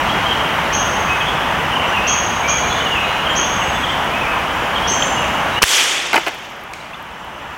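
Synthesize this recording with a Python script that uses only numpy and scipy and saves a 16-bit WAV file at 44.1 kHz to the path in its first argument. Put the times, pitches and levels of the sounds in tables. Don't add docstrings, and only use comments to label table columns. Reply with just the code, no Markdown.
import sys
import numpy as np
from scipy import signal
from scipy.fft import rfft, irfft, next_fast_len
from scipy.io import wavfile
from scipy.ndimage import uniform_filter1d, map_coordinates

SR = 44100
rng = np.random.default_rng(int(sys.argv[2]) if len(sys.argv) > 2 else 0)


def bounce(signal):
    frames = np.transpose(np.atleast_2d(signal))
    limited = np.clip(frames, -1, 1)
    pcm = np.round(limited * 32767).astype(np.int16)
    wavfile.write(sys.argv[1], SR, pcm)


def boost(x):
    u = np.asarray(x, float) / 20
    return 10 ** u


N = 333837


def unit(x):
    return x / np.sqrt(np.mean(x ** 2) + 1e-20)


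def along(points, hz):
    f, v = np.transpose(points)
    return np.interp(np.log(hz + 1), np.log(f + 1), v)


def add(track, start_s, sound):
    part = track[round(start_s * SR):][:len(sound)]
    part += sound[:len(part)]


def filtered(x, response):
    m = next_fast_len(len(x) + 4096)
    return irfft(rfft(x, m) * response(np.fft.rfftfreq(m, 1 / SR)), m)[:len(x)]


def resonance(hz, centre_hz, width_hz):
    return 1j * hz * width_hz / (centre_hz ** 2 - hz ** 2 + 1j * hz * width_hz)


def wobble(length, rate_hz):
    knots = rng.standard_normal(int(length * rate_hz / SR) + 4)
    return map_coordinates(knots, [np.arange(length) * rate_hz / SR])


def lumpy(shape, bins, frames):
    field = uniform_filter1d(rng.standard_normal(shape), size=bins, axis=0)
    return unit(uniform_filter1d(field, size=frames, axis=1))


def dying_noise(t60s, patchy_db, length):
    hz, t, z = signal.stft(rng.standard_normal(length), SR, nperseg=256, noverlap=128)
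    level_db = patchy_db * lumpy(z.shape, 8, 5) - 60 * t / along(t60s, hz)[:, None]
    return signal.istft(z * boost(level_db), SR, nperseg=256, noverlap=128)[1]


# (freq_hz, t60_s)
WOOD_T60 = [(300, 0.66), (2000, 1.16), (6500, 1.13), (12000, 0.59)]


def in_wood(track, start_s, sound, wet_db):
    tail = dying_noise(WOOD_T60, patchy_db=0.5, length=3 * SR // 4)
    add(track, start_s, sound)
    add(track, start_s + .004, boost(wet_db) * signal.fftconvolve(sound, tail / np.linalg.norm(tail)))


# (freq_hz, density_db per Hz)
RUSH_COLOUR = [(15, -43), (25, -13.5), (70, -4), (120, -7), (149, -3.5), (429, -9.5), (466, -8), (594, -5),
               (917, -0.5), (2710, -10.5), (2940, -7.5), (4180, -27), (5940, -29), (8000, -34.5),
               (16200, -38.5)]
# (time_s, level_db)
FLOW = [(0, 1), (.6, .5), (2, -.5), (3.5, -.5), (4.5, -1), (5.3, 0), (6.3, -1), (6.6, -1.5), (7.57, 0)]


def creek():
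    z = signal.stft(rng.standard_normal(N + 512), nperseg=512)[2]
    rush = signal.istft(z * boost(0.88 * lumpy(z.shape, 5, 10)), nperseg=512)[1][:N]
    hiss_bump = lambda hz: 1 + .5 * abs(resonance(hz, 6084, 1160)) ** 2
    rush = unit(filtered(rush, lambda hz: boost(along(RUSH_COLOUR, hz)) * hiss_bump(hz)))

    count, length = 6000, 700
    start = (rng.random((count, 1)) * N).astype(int) + np.arange(length)
    pitch_hz = 950 * np.exp(0.391 * rng.standard_normal((count, 1)))
    size = boost(3 * rng.exponential(size=(count, 1)))
    cycles = pitch_hz * np.arange(length) / SR
    ring = np.sin(2 * np.pi * cycles * (1 + .012 * cycles))
    bubble = size * cycles * np.exp(-cycles / 2.25) * ring
    babble = unit(np.bincount(start.ravel(), bubble.ravel())[:N])

    flow_db = np.interp(np.arange(N) / SR, *np.transpose(FLOW))
    return (boost(-18.0) * rush + boost(-29.5) * babble) * boost(flow_db)


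# (freq_hz, rms_db)
WHINE = [(63, -43), (15734, -63)]


def whine():
    t = np.arange(N) / SR
    return sum(np.sqrt(2) * boost(db) * np.sin(2 * np.pi * hz * t) for hz, db in WHINE)


def song(notes, slide, waver, flutter_db, wet_db):
    out = np.zeros(N)
    for start_s, length_s, middle_hz, level_db in notes:
        shake, flutter = wobble(SR // 2, 150), wobble(SR // 2, 55)
        u = np.linspace(0, 1, round(length_s * SR))
        arch = 0.01487 * (2 * u - 1) ** 2
        hz = middle_hz * (1 + slide * (u - .5) - arch + waver * shake[:len(u)])
        swell = np.sin(np.pi * u) ** .5 * unit(boost(flutter_db * flutter[:len(u)]))
        note = swell * np.sin(2 * np.pi * np.cumsum(hz) / SR)
        in_wood(out, start_s, boost(level_db + 4.5) * note, wet_db)
    return out


FALL, RISE = 0.1344, 0.122
FALLING = [(.308, 0.0254, 3135, -21), (1.206, 0.0233, 3160, -24), (1.717, 0.027, 3000, -23.5),
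           (1.754, 0.022, 2953, -19.5), (1.928, .045, 2760, -24), (2.848, .032, 2980, -22.5),
           (2.95, .04, 2620, -21.5), (3.296, 0.02, 3180, -21.5), (3.597, 0.0366, 2915, -22.5),
           (3.828, 0.0271, 3260, -22.5), (4.227, .048, 2380, -28), (4.755, 0.033, 3153, -22.5),
           (4.9, .07, 7500, -38), (5.219, 0.036, 2630, -28)]
RISING = [(1.275, 0.028, 3200, -32.5), (1.992, 0.088, 2666, -25), (2.419, 0.1076, 2353, -24.5),
          (3.421, 0.0426, 3350, -29.5), (3.885, 0.024, 3180, -22), (4.103, 0.09, 2518, -27),
          (5.05, .025, 8400, -41), (5.56, .042, 2900, -21.5)]
HELD = [(.09, 0.019, 3250, -25), (.122, 0.0174, 3310, -28), (.258, 0.021, 3210, -19.5),
        (1.075, 0.11, 2550, -23), (1.79, .03, 2765, -29), (1.832, 0.0308, 2740, -25),
        (1.965, 0.025, 2560, -20), (2.619, 0.054, 2415, -30), (2.692, 0.0504, 3400, -27),
        (2.804, 0.0142, 3060, -22), (2.905, 0.035, 2870, -19.5), (2.99, .1, 2537, -28.5),
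        (3.032, 0.077, 2869, -29), (3.49, 0.093, 3490, -37), (3.74, .042, 3485, -34),
        (4.2, 0.126, 2580, -29), (4.83, .033, 3320, -28.5), (5.155, .065, 2885, -26.5)]
SEEPS = [(1.869, .06, 5930, -43.5), (2.906, .08, 6940, -50), (3.28, 0.107, 7080, -45),
         (3.503, 0.45, 7790, -50), (4.479, .16, 7100, -54), (4.81, .05, 8950, -50),
         (4.954, 0.153, 7185, -35.5), (7.17, .06, 7450, -49), (7.38, .18, 7400, -52)]
TRILLS = [(.04, .075, 4130, -44.5), (.09, .071, 4390, -51.5), (.21, 0.081, 4100, -44),
          (.29, .06, 3110, -29), (1.26, 0.039, 3200, -29.5), (2.63, 0.063, 4150, -43),
          (2.99, 0.147, 4050, -42), (3.83, 0.11, 3400, -34), (4.83, 0.074, 3240, -33),
          (5.5, 0.059, 3820, -38.5)]
SINKING = [(2.69, 0.0514, 3800, -38), (2.74, 0.067, 3520, -31.5), (3.24, 0.04236, 3100, -24.5),
           (4.74, .05, 3820, -38)]


def birds():
    clear = dict(waver=.008, flutter_db=2.5, wet_db=-1.5)
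    warbling = dict(waver=.045, flutter_db=5, wet_db=2)
    whistler = song(FALLING, -FALL, **clear) + song(RISING, RISE, **clear) + song(HELD + SEEPS, 0, **clear)
    return whistler + song(TRILLS, 0, **warbling) + song(SINKING, -FALL, **warbling)


# (start_s, peak_db, top_hz)
CHIPS = [(0.736, -12.5, 6485), (2.079, -10.5, 6561), (2.4877, -11.5, 6600), (3.364, -12.5, 6520),
         (4.8822, -12, 6370)]


def chips():
    out, u = np.zeros(N), np.linspace(0, 1, 1000)
    slur = 1 - .065 * (1 + np.cos(np.pi * np.clip(u / .65, 0, 1))) - .3 * np.exp(-u / .042)
    swell = np.sin(np.pi * u) ** 0.64 * boost(7.42 * (u - 1))
    for start_s, peak_db, top_hz in CHIPS:
        phase = 2 * np.pi * np.cumsum(top_hz * slur) / SR
        lines = np.sin(phase) + boost(-6.5) * np.sin(phase / 2) + boost(-33) * np.sin(3 * phase / 2)
        run_up = np.sin(2 * np.pi * np.cumsum(top_hz * (0.5 + 2.2 * u)) / SR)
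        call = swell * lines + boost(-14) * np.exp(-(u / .07 - 1) ** 2) * run_up
        in_wood(out, start_s - .012, boost(peak_db - 6.5) * call, wet_db=12.0)
    return out


# (start_s, peak_db, centre_hz, width_share of centre, echo_db)
SNAPS = [(1.95, -40, 12000, .5, 8), (2.04, -28, 4400, .35, 3.5), (4.045, -30, 9000, .5, -5),
         (5.0227, -5, 3150, 0.17, -14), (5.023, -33, 8000, 1.2, -10), (6.736, -7, 2300, .3, 0),
         (6.735, -7.5, 4770, .9, 0)]


def snaps():
    out, t = np.zeros(N), np.arange(SR // 50) / SR
    for start_s, peak_db, centre_hz, width_share, echo_db in SNAPS:
        burst = boost(-60 * t / .014) * rng.standard_normal(len(t))
        burst = filtered(burst, lambda hz: resonance(hz, centre_hz, width_share * centre_hz) ** 2)
        in_wood(out, start_s, boost(peak_db) * burst / np.abs(burst).max(), echo_db)
    return out


# (start_s, ring_db, ring_hz, t60_s, crack_db)
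SHOT = [(5.618, 6.5, 1147, .039, -22), (5.62, 1, 2575, .042, -4), (5.622, 5.5, 5652, 0.048, 1),
        (5.6246, 5, 6100, .016, -2), (5.6294, 24.5, 2487, 0.0118, 18), (5.6377, 28.5, 1590, 0.0055, 21.5),
        (5.6403, 6, 2800, .03, 0.5)]
# (start_s, level_db)
PUSHES = [
    (5.6294, 24.5),
    (5.6382, 10),
]
# (freq_hz, density_db per Hz)
ROLL_COLOUR = [(88, -57), (150, -26), (392, -10), (557, -10.5), (627, -8), (983, -6.5), (1130, -6.5),
               (3380, 3), (4030, -8), (6200, -3), (16200, -21)]
# (freq_hz, t60_s)
ROLL_T60 = [(300, 2.86), (1500, 2.1), (3000, 1.6), (7000, 1.27), (14000, 0.74)]


def shot():
    out, t = np.zeros(N), np.arange(SR // 10) / SR
    for start_s, ring_db, ring_hz, t60_s, crack_db in SHOT:
        noise = rng.standard_normal((2, len(t)))
        wander = 1.13 * np.cumsum(noise[0]) * np.sqrt(ring_hz / SR)
        ring = np.sin(2 * np.pi * ring_hz * t + wander)
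        crack = filtered(noise[1], lambda hz: resonance(hz, 4600, 7000))
        blow = boost(ring_db) * ring + boost(crack_db) * crack
        add(out, start_s, blow * boost(-60 * t / t60_s) * (1 - np.exp(-t / 0.00063)))
    for start_s, level_db in PUSHES:
        add(out, start_s, -boost(level_db) * (1 - t / 0.00054) * np.exp(-t / 0.00041))

    roll = dying_noise(ROLL_T60, patchy_db=1.4, length=2 * SR)
    roll = filtered(roll, lambda hz: boost(along(ROLL_COLOUR, hz)))
    onset = 1 - np.exp(-np.arange(len(roll)) / SR / 0.0022)
    add(out, 5.641, boost(7) * roll / np.std(roll[:SR // 10]) * onset)
    thump = np.sin(2 * np.pi * 70 * t) * boost(-60 * t / 0.068)
    add(out, 5.639, boost(3) * thump)
    return out


# (start_s, peak_db)
TICKS = [(6.0222, -29), (6.0716, -25.5), (6.2387, -34.5), (6.3195, -34), (6.3465, -34), (6.3894, -37),
         (6.4294, -39), (6.4517, -39), (6.5046, -37), (6.5194, -45), (6.5645, -43), (6.6129, -37),
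         (6.6383, -35), (7.0254, -37), (7.2479, -34), (7.3294, -50.5)]


def ticks():
    out, t = np.zeros(N), np.arange(SR // 50) / SR
    for start_s, peak_db in TICKS:
        burst = boost(peak_db + 20.5 - 60 * t / 0.005) * rng.standard_normal(len(t))
        add(out, start_s, filtered(burst, lambda hz: resonance(hz, 12500, 5000) ** 2))
    return out


def spray():
    start_s, level_db, t60_s = 6.09, -33.5, 2.7
    since = np.arange(N) / SR - start_s
    drops = (rng.random(N) < .08) * rng.standard_normal(N) * boost(3 * wobble(N, 60))
    fizz = unit(filtered(drops, lambda hz: resonance(hz, 11500, 11000) ** 2))
    return fizz * np.clip(since / .15, 0, 1) * boost(level_db - 60 * np.maximum(since, 0) / t60_s)


# (centre_hz, width_hz, level_db)
SHELL_MODES = [(340, 105, 1), (673, 140, 2), (889, 178, 1.5), (1460, 168, 0), (1760, 150, -4.5),
               (2110, 140, 0), (2515, 250, -2), (2980, 150, -1.5), (4530, 1600, -16)]
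# (start_s, knock_db, spot_hz, crackle_db)
KNOCKS = [(6.13, 1, 2070, -6), (6.141, 6, 1550, -10), (6.151, -1.5, 592, -19), (6.157, 2.5, 783, 0.5),
          (6.161, 1.5, 2430, -15), (6.165, 1, 1530, -25), (6.174, -2, 1460, -18), (6.177, 3, 1340, -14.5),
          (6.187, -10, 428, -12), (6.195, -8.5, 1420, -23), (6.212, -11.5, 1490, -30),
          (6.264, -5, 1500, -16), (6.269, -4, 650, -16), (6.273, -6, 2300, -17), (6.277, -7.5, 2020, -20),
          (6.281, -6, 1500, -7), (6.29, -9, 869, -22)]


def shell(hz):
    total = 0
    for k, (centre_hz, width_hz, level_db) in enumerate(SHELL_MODES):
        total = total + (-1) ** k * boost(level_db) * resonance(hz, centre_hz, width_hz)
    return total


def bottle():
    out, t = np.zeros(N), np.arange(SR // 20) / SR
    rebounds = [(s + .0045, knock_db - 9, 900, crackle_db - 8.5) for s, knock_db, _, crackle_db in KNOCKS]
    for start_s, knock_db, spot_hz, crackle_db in KNOCKS + rebounds:
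        ragged = boost(-60 * t / 0.023) * rng.standard_normal(len(t))
        knock = unit(ragged + boost(12.5) * (t == 0))
        struck = lambda hz: .5 + 0.65 * resonance(hz, spot_hz, 0.56 * spot_hz)
        knock = filtered(knock, lambda hz: shell(hz) * struck(hz))
        add(out, start_s + .0005, boost(knock_db + 11.0) * knock / np.abs(knock).max())

        centre_hz = 8500 * np.exp(.25 * rng.standard_normal())
        crackle = boost(-60 * t / 0.006) * rng.standard_normal(len(t))
        crackle = filtered(crackle, lambda hz: resonance(hz, centre_hz, 0.97 * centre_hz))
        add(out, start_s + .0015, boost(crackle_db + 4.5) * crackle / np.abs(crackle).max())
    return out


# (start_s, length_s, middle_hz, level_db)
PLINKS = [(6.803, 0.0087, 3950, -26.5), (6.933, 0.0067, 2650, -16.5), (6.942, 0.0062, 3485, -18.5)]


def plinks():
    return song(PLINKS, slide=.05, waver=0, flutter_db=0, wet_db=-14)


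def scene():
    mono = creek() + whine() + birds() + chips() + snaps()
    mono = mono + shot() + ticks() + spray() + bottle() + plinks()
    return np.array([mono, mono])


def gain_db():
    duck_s, duck_db, sag_s, sag_db, slam_s, slam_db = 5.593, -9.5, 5.641, -14.5, 5.646, -31.5
    spring_s, rest_db, creep_db_per_s = 0.048, -16.5, 2.5
    t = np.arange(N) / SR
    times_s = [duck_s - .003, duck_s, SHOT[0][0], sag_s, slam_s]
    before = np.interp(t, times_s, [0, duck_db, duck_db, sag_db, slam_db])
    since = np.maximum(t - slam_s, 0)
    after = rest_db + creep_db_per_s * since + (slam_db - rest_db) * np.exp(-since / spring_s)
    return np.where(t < slam_s, before, after)


# (freq_hz, level_db relative to the sum)
APART = [(5000, -50), (7000, -28), (8500, -17), (12000, -13.5), (15000, -13.5)]


def widened(x):
    side = np.roll(filtered(x, lambda hz: boost(along(APART, hz))), 300)
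    return np.array([x + side, x - side])


def roll_off(x):
    return signal.sosfilt(signal.butter(12, 16330, fs=SR, output="sos"), x)


def record(dry):
    clipped = np.clip(dry[0] * boost(gain_db()), -.92, .92)
    mix = widened(filtered(clipped, lambda hz: hz < 16050))
    return roll_off(mix)


dry = scene()
out = record(dry)
bounce(out)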